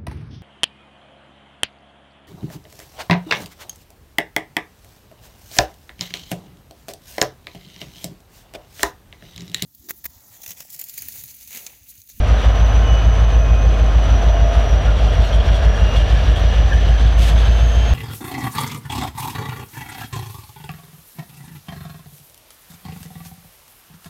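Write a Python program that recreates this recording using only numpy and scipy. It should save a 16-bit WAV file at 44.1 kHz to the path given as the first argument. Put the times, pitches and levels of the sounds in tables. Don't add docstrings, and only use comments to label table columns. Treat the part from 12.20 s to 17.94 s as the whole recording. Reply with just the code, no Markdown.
import sys
import numpy as np
from scipy import signal
from scipy.fft import rfft, irfft, next_fast_len
from scipy.io import wavfile
from scipy.ndimage import uniform_filter1d

SR = 44100
rng = np.random.default_rng(int(sys.argv[2]) if len(sys.argv) > 2 else 0)


def makeup_ratio(level_db):
    decades = np.asarray(level_db, float) / 20
    return 10 ** decades


def int16_out(signal):
    q = np.round(np.clip(np.atleast_2d(signal).T, -1, 1) * 32767)
    wavfile.write(sys.argv[1], SR, q.astype(np.int16))


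N = 253034
TIME = np.arange(N) / SR
HZ = np.fft.rfftfreq(next_fast_len(N, True), 1 / SR)

# time in seconds, speed in crank turns a second.
CRANK_SPEED = [(0.0, 6.466), (0.41, 6.672), (0.82, 6.728), (1.23, 6.694), (1.64, 6.653), (2.05, 6.581),
               (2.46, 6.484), (2.87, 6.418), (3.28, 6.361), (3.69, 6.411), (4.1, 6.465), (4.51, 6.585),
               (4.92, 6.76), (5.33, 6.925), (5.74, 7.19)]
# order in cycles a crank turn, level in dB.
EXHAUST_TONES = [(4, -57), (5, -54), (6, -42), (7, -42), (10, -26.5), (11, -40), (12, -33), (13, -29),
                 (14, -44), (15, -32), (16, -34), (17, -32), (18, -45), (19, -47), (20, -41), (21, -44),
                 (23, -48), (24, -37.5), (25, -42), (26, -45), (29, -46), (30, -43), (32, -48)]
# time in
# seconds, lift in dB.
STACK_FACING = [(0, 2), (1, 2.5), (2.3, -1), (3.5, -1), (4.6, -0.5), (5.74, -0.5)]
# order in cycles of its own crank turn, level in dB.
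SECOND_TONES = [(10, -44), (13, -29), (14, -40), (15, -33), (17, -37), (18, -34), (19, -42), (21, -44),
                (27, -43)]
# time in seconds, change in dB.
SECOND_SWELL = [
    (0, -1),
    (1.8, -6),
    (2.8, 2),
    (4.5, 6),
    (5.74, -9.5),
]
START_RAD, LEAD_RAD, SILENCER_RAD = 0, 1.24, .55
SECOND_RATIO, SECOND_RAD, SECOND_START_RAD = .7477, 1.45, 2.8
STACK_HZ, STACK_HALF_WIDTH_HZ, EIGHTH_DB, NINTH_DB = 55.05, 3.5, -11.5, -16

GEAR_ORDERS = [104, 158.5, 374.75, 440.8]
# order in cycles a crank turn, level in dB.
FAINT_GEARS = [(41, -47), (65, -49), (92, -46), (93, -46), (96, -44), (97, -44), (187.5, -53), (192, -53)]
# order in cycles a crank turn, time in seconds,
# half length in seconds, level in dB.
GEAR_FACING = [(104, 2.224, .3, -32.5), (104, 3.32, 0.4, -36), (158.5, .6, 0.22, -42.5),
               (158.5, 1.34, 0.46, -44.5), (158.5, 4.52, .12, -49), (374.75, .7, .15, -48),
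               (374.75, 1.3, 0.23, -47.5), (374.75, 5.68, .22, -45), (440.8, .75, .25, -41),
               (440.8, 1.74, 0.19, -50.5), (440.8, 2.65, 0.6, -52.5), (440.8, 3.71, 0.13, -44),
               (440.8, 4.3, 0.32, -45.5), (440.8, 5.55, .3, -47)]
MESH_FLOOR_DB = -56.5

# time in seconds, level in dB.
INTAKE_LEVEL = [(0, -50), (.35, -44), (1.7, -46), (2.0, -43), (2.4, -44), (2.7, -47), (3.2, -47.5),
                (3.8, -46), (4.2, -48), (4.54, -44.5), (4.9, -50.5), (5.35, -45), (5.74, -44.5)]
TURBO_ORDER, TURBO_WIDTH, TURBO_OCTAVE_DB = 901, .054, -22

# frequency in Hz, level in dB per Hz.
ROAR_COLOUR = [(30, -18), (45, 7.5), (70, 12.5), (130, 5), (230, -6), (350, -9), (480, -4.5), (660, -2),
               (920, -8.5), (1700, -10), (2150, -15), (3200, -15), (5000, -26), (15500, -53.5)]
# frequency in Hz, width in Hz, lift in dB.
CASING_MODES = [(274, 86, 3), (450, 87, 3), (606, 17, 2), (690, 24, 4), (735, 33, 1), (3300, 970, 2.5)]
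# time in seconds, change in dB.
LOUVRES = [(0, 0), (.7, -1.5), (1.25, -4.5), (1.9, -1.5), (2.5, -1.5), (3.1, 1), (3.5, 0), (4.3, 2.5),
           (4.8, .5), (5.2, 4), (5.5, -0.5), (5.74, 3)]
BLOCK_DB, HOOD_DB, TAPPET_DB = -30, -33.3, -35.3
BLOCK_SHARE, HOOD_SHARE = 0.57, .45
SHADE_S, SHADE_SPAN_S, SHADE_DB, SHADE_HOOD_DB = 4.02, 0.45, -3.5, -3.5

CHATTER_DB, SLACK_S, SLACK_SPAN_S, SLACK_DB = -52, 3.3, 0.92, 10
CLIMB_S, CLIMB_SPAN_S, NARROW_HZ, CLIMB_HZ, NARROW_DB, CLIMB_DB = 3.2, .35, 1288, 430, -45.5, 5.5

# start in seconds, peak in dB, ring in Hz.
KNOCKS = [(0.0438, -32, 2880), (0.0703, -23, 2760), (0.196, -37, 3080), (0.5566, -23, 2520),
          (1.823, -21.5, 2960), (1.9235, -30, 2980), (2.392, -23, 2900), (2.877, -23, 3180),
          (2.9194, -21.5, 3340), (3.045, -19, 2820), (3.1293, -16.5, 3250), (3.3423, -17, 3320),
          (3.4273, -23, 3280), (3.5488, -23, 3300), (3.5994, -22, 2770), (3.7614, -13.5, 3320),
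          (3.8023, -22, 3070), (3.9205, -19, 3050), (4.0971, -19.5, 2910), (4.158, -17, 3300),
          (4.3794, -29, 2890), (4.4544, -31, 3130), (4.5297, -17, 3080), (4.6794, -20, 2960),
          (4.781, -21, 3060), (4.8584, -22, 3480), (5.1787, -16.5, 3400), (5.3684, -29, 3050)]
RUSTLE_DB = -24
# start in seconds, level in dB.
JINGLES = [(3.043, -48), (3.065, -51), (3.15, -54), (3.76, -56), (4.157, -48), (4.19, -49), (4.7, -57),
           (5.195, -51), (5.235, -56)]
# frequency in Hz, level in dB, time to fall 60 dB in seconds.
CHAIN_MODES = [(4221, 7, .1), (6444, -1, .16), (7400, -5, .1), (8900, -12, .08), (10010, -11, .1),
               (10790, -7, .14), (12240, -13, .08), (12720, -11, .16), (13630, -14, .15), (15400, -15, .08),
               (8100, -9, .07), (9550, -10, .09), (11500, -13, .07), (14300, -16, .08)]
# centre in seconds, length in seconds, pitch in Hz, level in dB.
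SQUEAKS = [
    (4.53, 0.021, 1690, -24.5),
    (2.69, 0.029, 1406, -33.5),
    (0.63, 0.069, 1520, -39),
    (3.29, 0.014, 1630, -32),
]
# centre in seconds, length in seconds, pitch in Hz, level in dB.
FLANGE = (5.2, .5, 8900, -72)

# frequency in Hz, level in dB.
SPIT_COLOUR = [(800, -18), (1500, -13), (2300, -0.5), (3400, 0), (4400, -5.5), (8000, -13), (12000, -17.5),
               (15500, -25)]
SPIT_S, PEAK_S, SHUT_S, OPEN_S = 4.988, 5.065, 5.105, .016
SPIT_DB, SAG_DB_PER_S, SHUT_DB_PER_S = -30, -66, -230
DRIBBLE_DB, DRIBBLE_END_S = -48, 6.3
CEILING = .75


def unit(x):
    return x / np.sqrt(np.mean(x ** 2))


def walk(rate):
    k = int(SR / rate)
    held = np.repeat(rng.standard_normal(N // k + 1), k)
    return unit(uniform_filter1d(uniform_filter1d(held, k), k)[:N])


def follow(points):
    return np.interp(TIME, *np.transpose(points))


def bump(s, span):
    return np.exp(-((TIME - s) / span) ** 2)


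def rise(s, span):
    return .5 + .5 * np.tanh((TIME - s) / span)


def slope(points, hz):
    f, db = np.transpose(points)
    return makeup_ratio(np.interp(np.log(hz + 1), np.log(f), db))


def hiss(gain):
    size = next_fast_len(N, True)
    return irfft(rfft(rng.standard_normal(size)) * gain, size)[:N]


def tone(angle, db):
    return np.sqrt(2) * makeup_ratio(db) * np.cos(angle)


def ring(hz, t60, length=.3):
    t = TIME[:int(length * SR)]
    return np.sin(2 * np.pi * hz * t) * np.exp(-np.log(1000) * t / t60)


def add(out, s, x):
    i = int(s * SR)
    out[i:i + len(x)] += x[:N - i]


def exhaust(angle, eighth_db, ninth_db):
    def phase(k):
        past_node = np.pi * (k > 14)
        silencer = SILENCER_RAD * (k % 2 == 0) * (k < 17)
        return k * (angle + LEAD_RAD) + START_RAD + past_node + silencer

    facing_db = follow(STACK_FACING)
    out = tone(phase(8), eighth_db + .4 + .3 * walk(6))
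    out += tone(phase(9), ninth_db + .8 * walk(6))
    for k, db in EXHAUST_TONES:
        tilt_db = facing_db * ((14 < k < 18) - (k > 17))
        out += tone(phase(k) + .2 * walk(2), db + tilt_db + 1.5 * walk(2.5))
    swell_db = follow(SECOND_SWELL)
    for k, db in SECOND_TONES:
        second_angle = k * (SECOND_RATIO * angle + SECOND_RAD) + SECOND_START_RAD
        out += tone(second_angle, db + swell_db + 1.5 * walk(1.5))
    return out


def gears(angle):
    out = np.zeros(N)
    for k in GEAR_ORDERS:
        gain = makeup_ratio(MESH_FLOOR_DB)
        for order, s, span, db in GEAR_FACING:
            if abs(order / k - 1) < .1:
                gain = gain + makeup_ratio(db) * bump(s, span)
        out += gain * tone(k * angle + .6 * walk(14), 1 + 3 * walk(9))
    shade_db = SHADE_DB * rise(SHADE_S, SHADE_SPAN_S)
    for k, db in FAINT_GEARS:
        out += tone(k * angle + .5 * walk(9), db + shade_db + 3 * walk(2.16))
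    return out


def turbo(angle, intake_db):
    out = 0
    wobble = 2 * np.pi * np.cumsum(40 * walk(45)) / SR
    for k, db in ((1, 0), (2, TURBO_OCTAVE_DB)):
        half_width_hz = k ** .6 * 5 * TURBO_ORDER * TURBO_WIDTH / 2
        shape = 1 / (1 + (HZ / half_width_hz) ** 2)
        carrier = k * (TURBO_ORDER * angle + wobble)
        whine = hiss(shape) * np.cos(carrier) + hiss(shape) * np.sin(carrier)
        out = out + makeup_ratio(db) * unit(whine)
    return out * makeup_ratio(intake_db + 0.86 * np.cos(angle - 4.4) + 1.05 * walk(20))


def roar(angle, block_db, hood_db, tappet_db):
    def cased(hz):
        modes_db = sum(db / (1 + (2 * (hz - f) / w) ** 2) for f, w, db in CASING_MODES)
        return slope(ROAR_COLOUR, hz) * makeup_ratio(modes_db)

    colour = cased(HZ)
    common = .6 * walk(14) + .9 * walk(60)
    sway = [0 * angle] + [c - c.mean() for c in (block_db, hood_db, tappet_db, .5 * tappet_db)]
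    region_hz = np.log([250, 620, 1500, 3300, 9000])
    noise = 0
    for hz in 30 * 2 ** np.arange(0, 9.6, .5):
        band = np.clip(1 - abs(2 * np.log2((HZ + 1) / hz)), 0, 1) ** .5
        place = np.interp(np.log(hz), region_hz, range(5))
        near = np.clip(1 - abs(place - np.arange(5)), 0, 1)
        flicker = min(hz / 4000, 1) * 1.3 * common + 0.62 * walk(14)
        noise = noise + hiss(colour * band) * makeup_ratio(near @ sway + flicker + 0.93 * np.cos(angle - 3.9))
    orders = np.arange(34, 125)
    around = np.linspace(0, 2 * np.pi, 2049)
    waves = np.cos(np.outer(around, orders) + 2 * np.pi * rng.random(len(orders)))
    one_turn = waves @ (cased(6.4 * orders) * makeup_ratio(7.9 * rng.standard_normal(len(orders))))
    clatter = unit(np.interp(angle % (2 * np.pi), around, one_turn))
    return makeup_ratio(-23.5) * unit(noise) + makeup_ratio(block_db - 6 + 1.46 * walk(3.96)) * clatter


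def rods_and_band():
    chatter_db = CHATTER_DB + SLACK_DB * bump(SLACK_S, SLACK_SPAN_S)
    hits = rng.random(N) < 130 / SR
    taps = hits * makeup_ratio(3 * rng.exponential(size=N)) * makeup_ratio(chatter_db - 1.5)
    rod = ring(3300, .05, .06) + .6 * ring(3080, .04, .06) + .4 * ring(4250, .03, .06)
    chatter = signal.fftconvolve(taps, rod)[:N]
    climb = rise(CLIMB_S, CLIMB_SPAN_S)
    narrow_hz = (NARROW_HZ + CLIMB_HZ * climb) * (1 + .03 * walk(12))
    sweep = 2 * np.pi * np.cumsum(narrow_hz) / SR
    narrow_band = unit(hiss(np.exp(-(HZ / 80) ** 2))) * np.cos(sweep)
    return chatter + makeup_ratio(NARROW_DB + CLIMB_DB * climb + 2 * walk(16)) * narrow_band


def knocks():
    out = np.zeros(N)
    bright = unit(hiss(np.exp(-((HZ - 6500) / 4500) ** 2)))
    t = TIME[:2000]
    for s, db, hz in KNOCKS:
        grit = rng.standard_normal(2000) * np.exp(-t / 0.017)
        body = ring(hz, .018, .04) + .2 * ring(1.29 * hz, .012, .04)
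        knock = np.convolve(grit, body)[:2000]
        i = min(int(s * SR), N - 2000)
        rustle = bright[i:i + 2000] * np.hanning(2000) ** .3 * np.exp(-t / .06)
        add(out, s, makeup_ratio(db - 6) * (knock / abs(knock).max() + makeup_ratio(RUSTLE_DB) * rustle))
    return out


def squeaks():
    out = np.zeros(N)
    for s, length, hz, db in [*SQUEAKS, FLANGE]:
        squeal = unit(hiss(np.exp(-((HZ - hz) * length / 2.4) ** 2)))
        out += makeup_ratio(db) * bump(s, length) * squeal
    return out


def chain():
    out = np.zeros(N)
    for s, db in JINGLES:
        blow_db = 2.5 * rng.standard_normal(len(CHAIN_MODES))
        links = sum(makeup_ratio(db + d + b) * ring(hz, t60) for (hz, d, t60), b in zip(CHAIN_MODES, blow_db))
        shake = rng.standard_normal(1300) * (rng.random(1300) < .01) * np.hanning(1300)
        add(out, s - .008, signal.fftconvolve(links, shake / np.linalg.norm(shake)))
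    return out


def valve():
    def shutting_db(s):
        return SHUT_DB_PER_S * np.maximum(TIME - s, 0)

    blast_db = SPIT_DB + SAG_DB_PER_S * abs(TIME - PEAK_S) + shutting_db(SHUT_S)
    dribble_db = DRIBBLE_DB + shutting_db(DRIBBLE_END_S)
    opening_db = -20 * np.maximum(SPIT_S - TIME, 0) / OPEN_S
    level_db = np.maximum(blast_db, dribble_db) + opening_db + 1.3 * walk(60)
    return makeup_ratio(level_db) * unit(hiss(slope(SPIT_COLOUR, HZ)))


def scene():
    speed = follow(CRANK_SPEED)
    angle = 2 * np.pi * np.cumsum(speed) / SR

    def stack_db(k):
        return -10 * np.log10(1 + ((k * speed - STACK_HZ) / STACK_HALF_WIDTH_HZ) ** 2)

    open_db = follow(LOUVRES)
    shade = rise(SHADE_S, SHADE_SPAN_S)
    block_db = BLOCK_DB + SHADE_DB * shade + BLOCK_SHARE * open_db + 0.45 * walk(3.13)
    hood_db = HOOD_DB + HOOD_SHARE * open_db + SHADE_HOOD_DB * shade + 0.74 * walk(3.12)
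    engine = exhaust(angle, EIGHTH_DB + stack_db(8), NINTH_DB + stack_db(9))
    engine += gears(angle) + turbo(angle, follow(INTAKE_LEVEL))
    engine += roar(angle, block_db, hood_db, TAPPET_DB + open_db)
    mix = engine + rods_and_band() + knocks() + squeaks() + chain() + valve()
    return (mix * np.minimum(TIME / 0.0018, 1))[None]


def low_pass(x):
    return signal.sosfilt(signal.butter(12, 15640, fs=SR, output="sos"), x)


def record(dry):
    limited = dry / (1 + abs(dry / CEILING) ** 5) ** (1 / 5)
    return low_pass(limited + .001)


dry = scene()
out = record(dry)
int16_out(out)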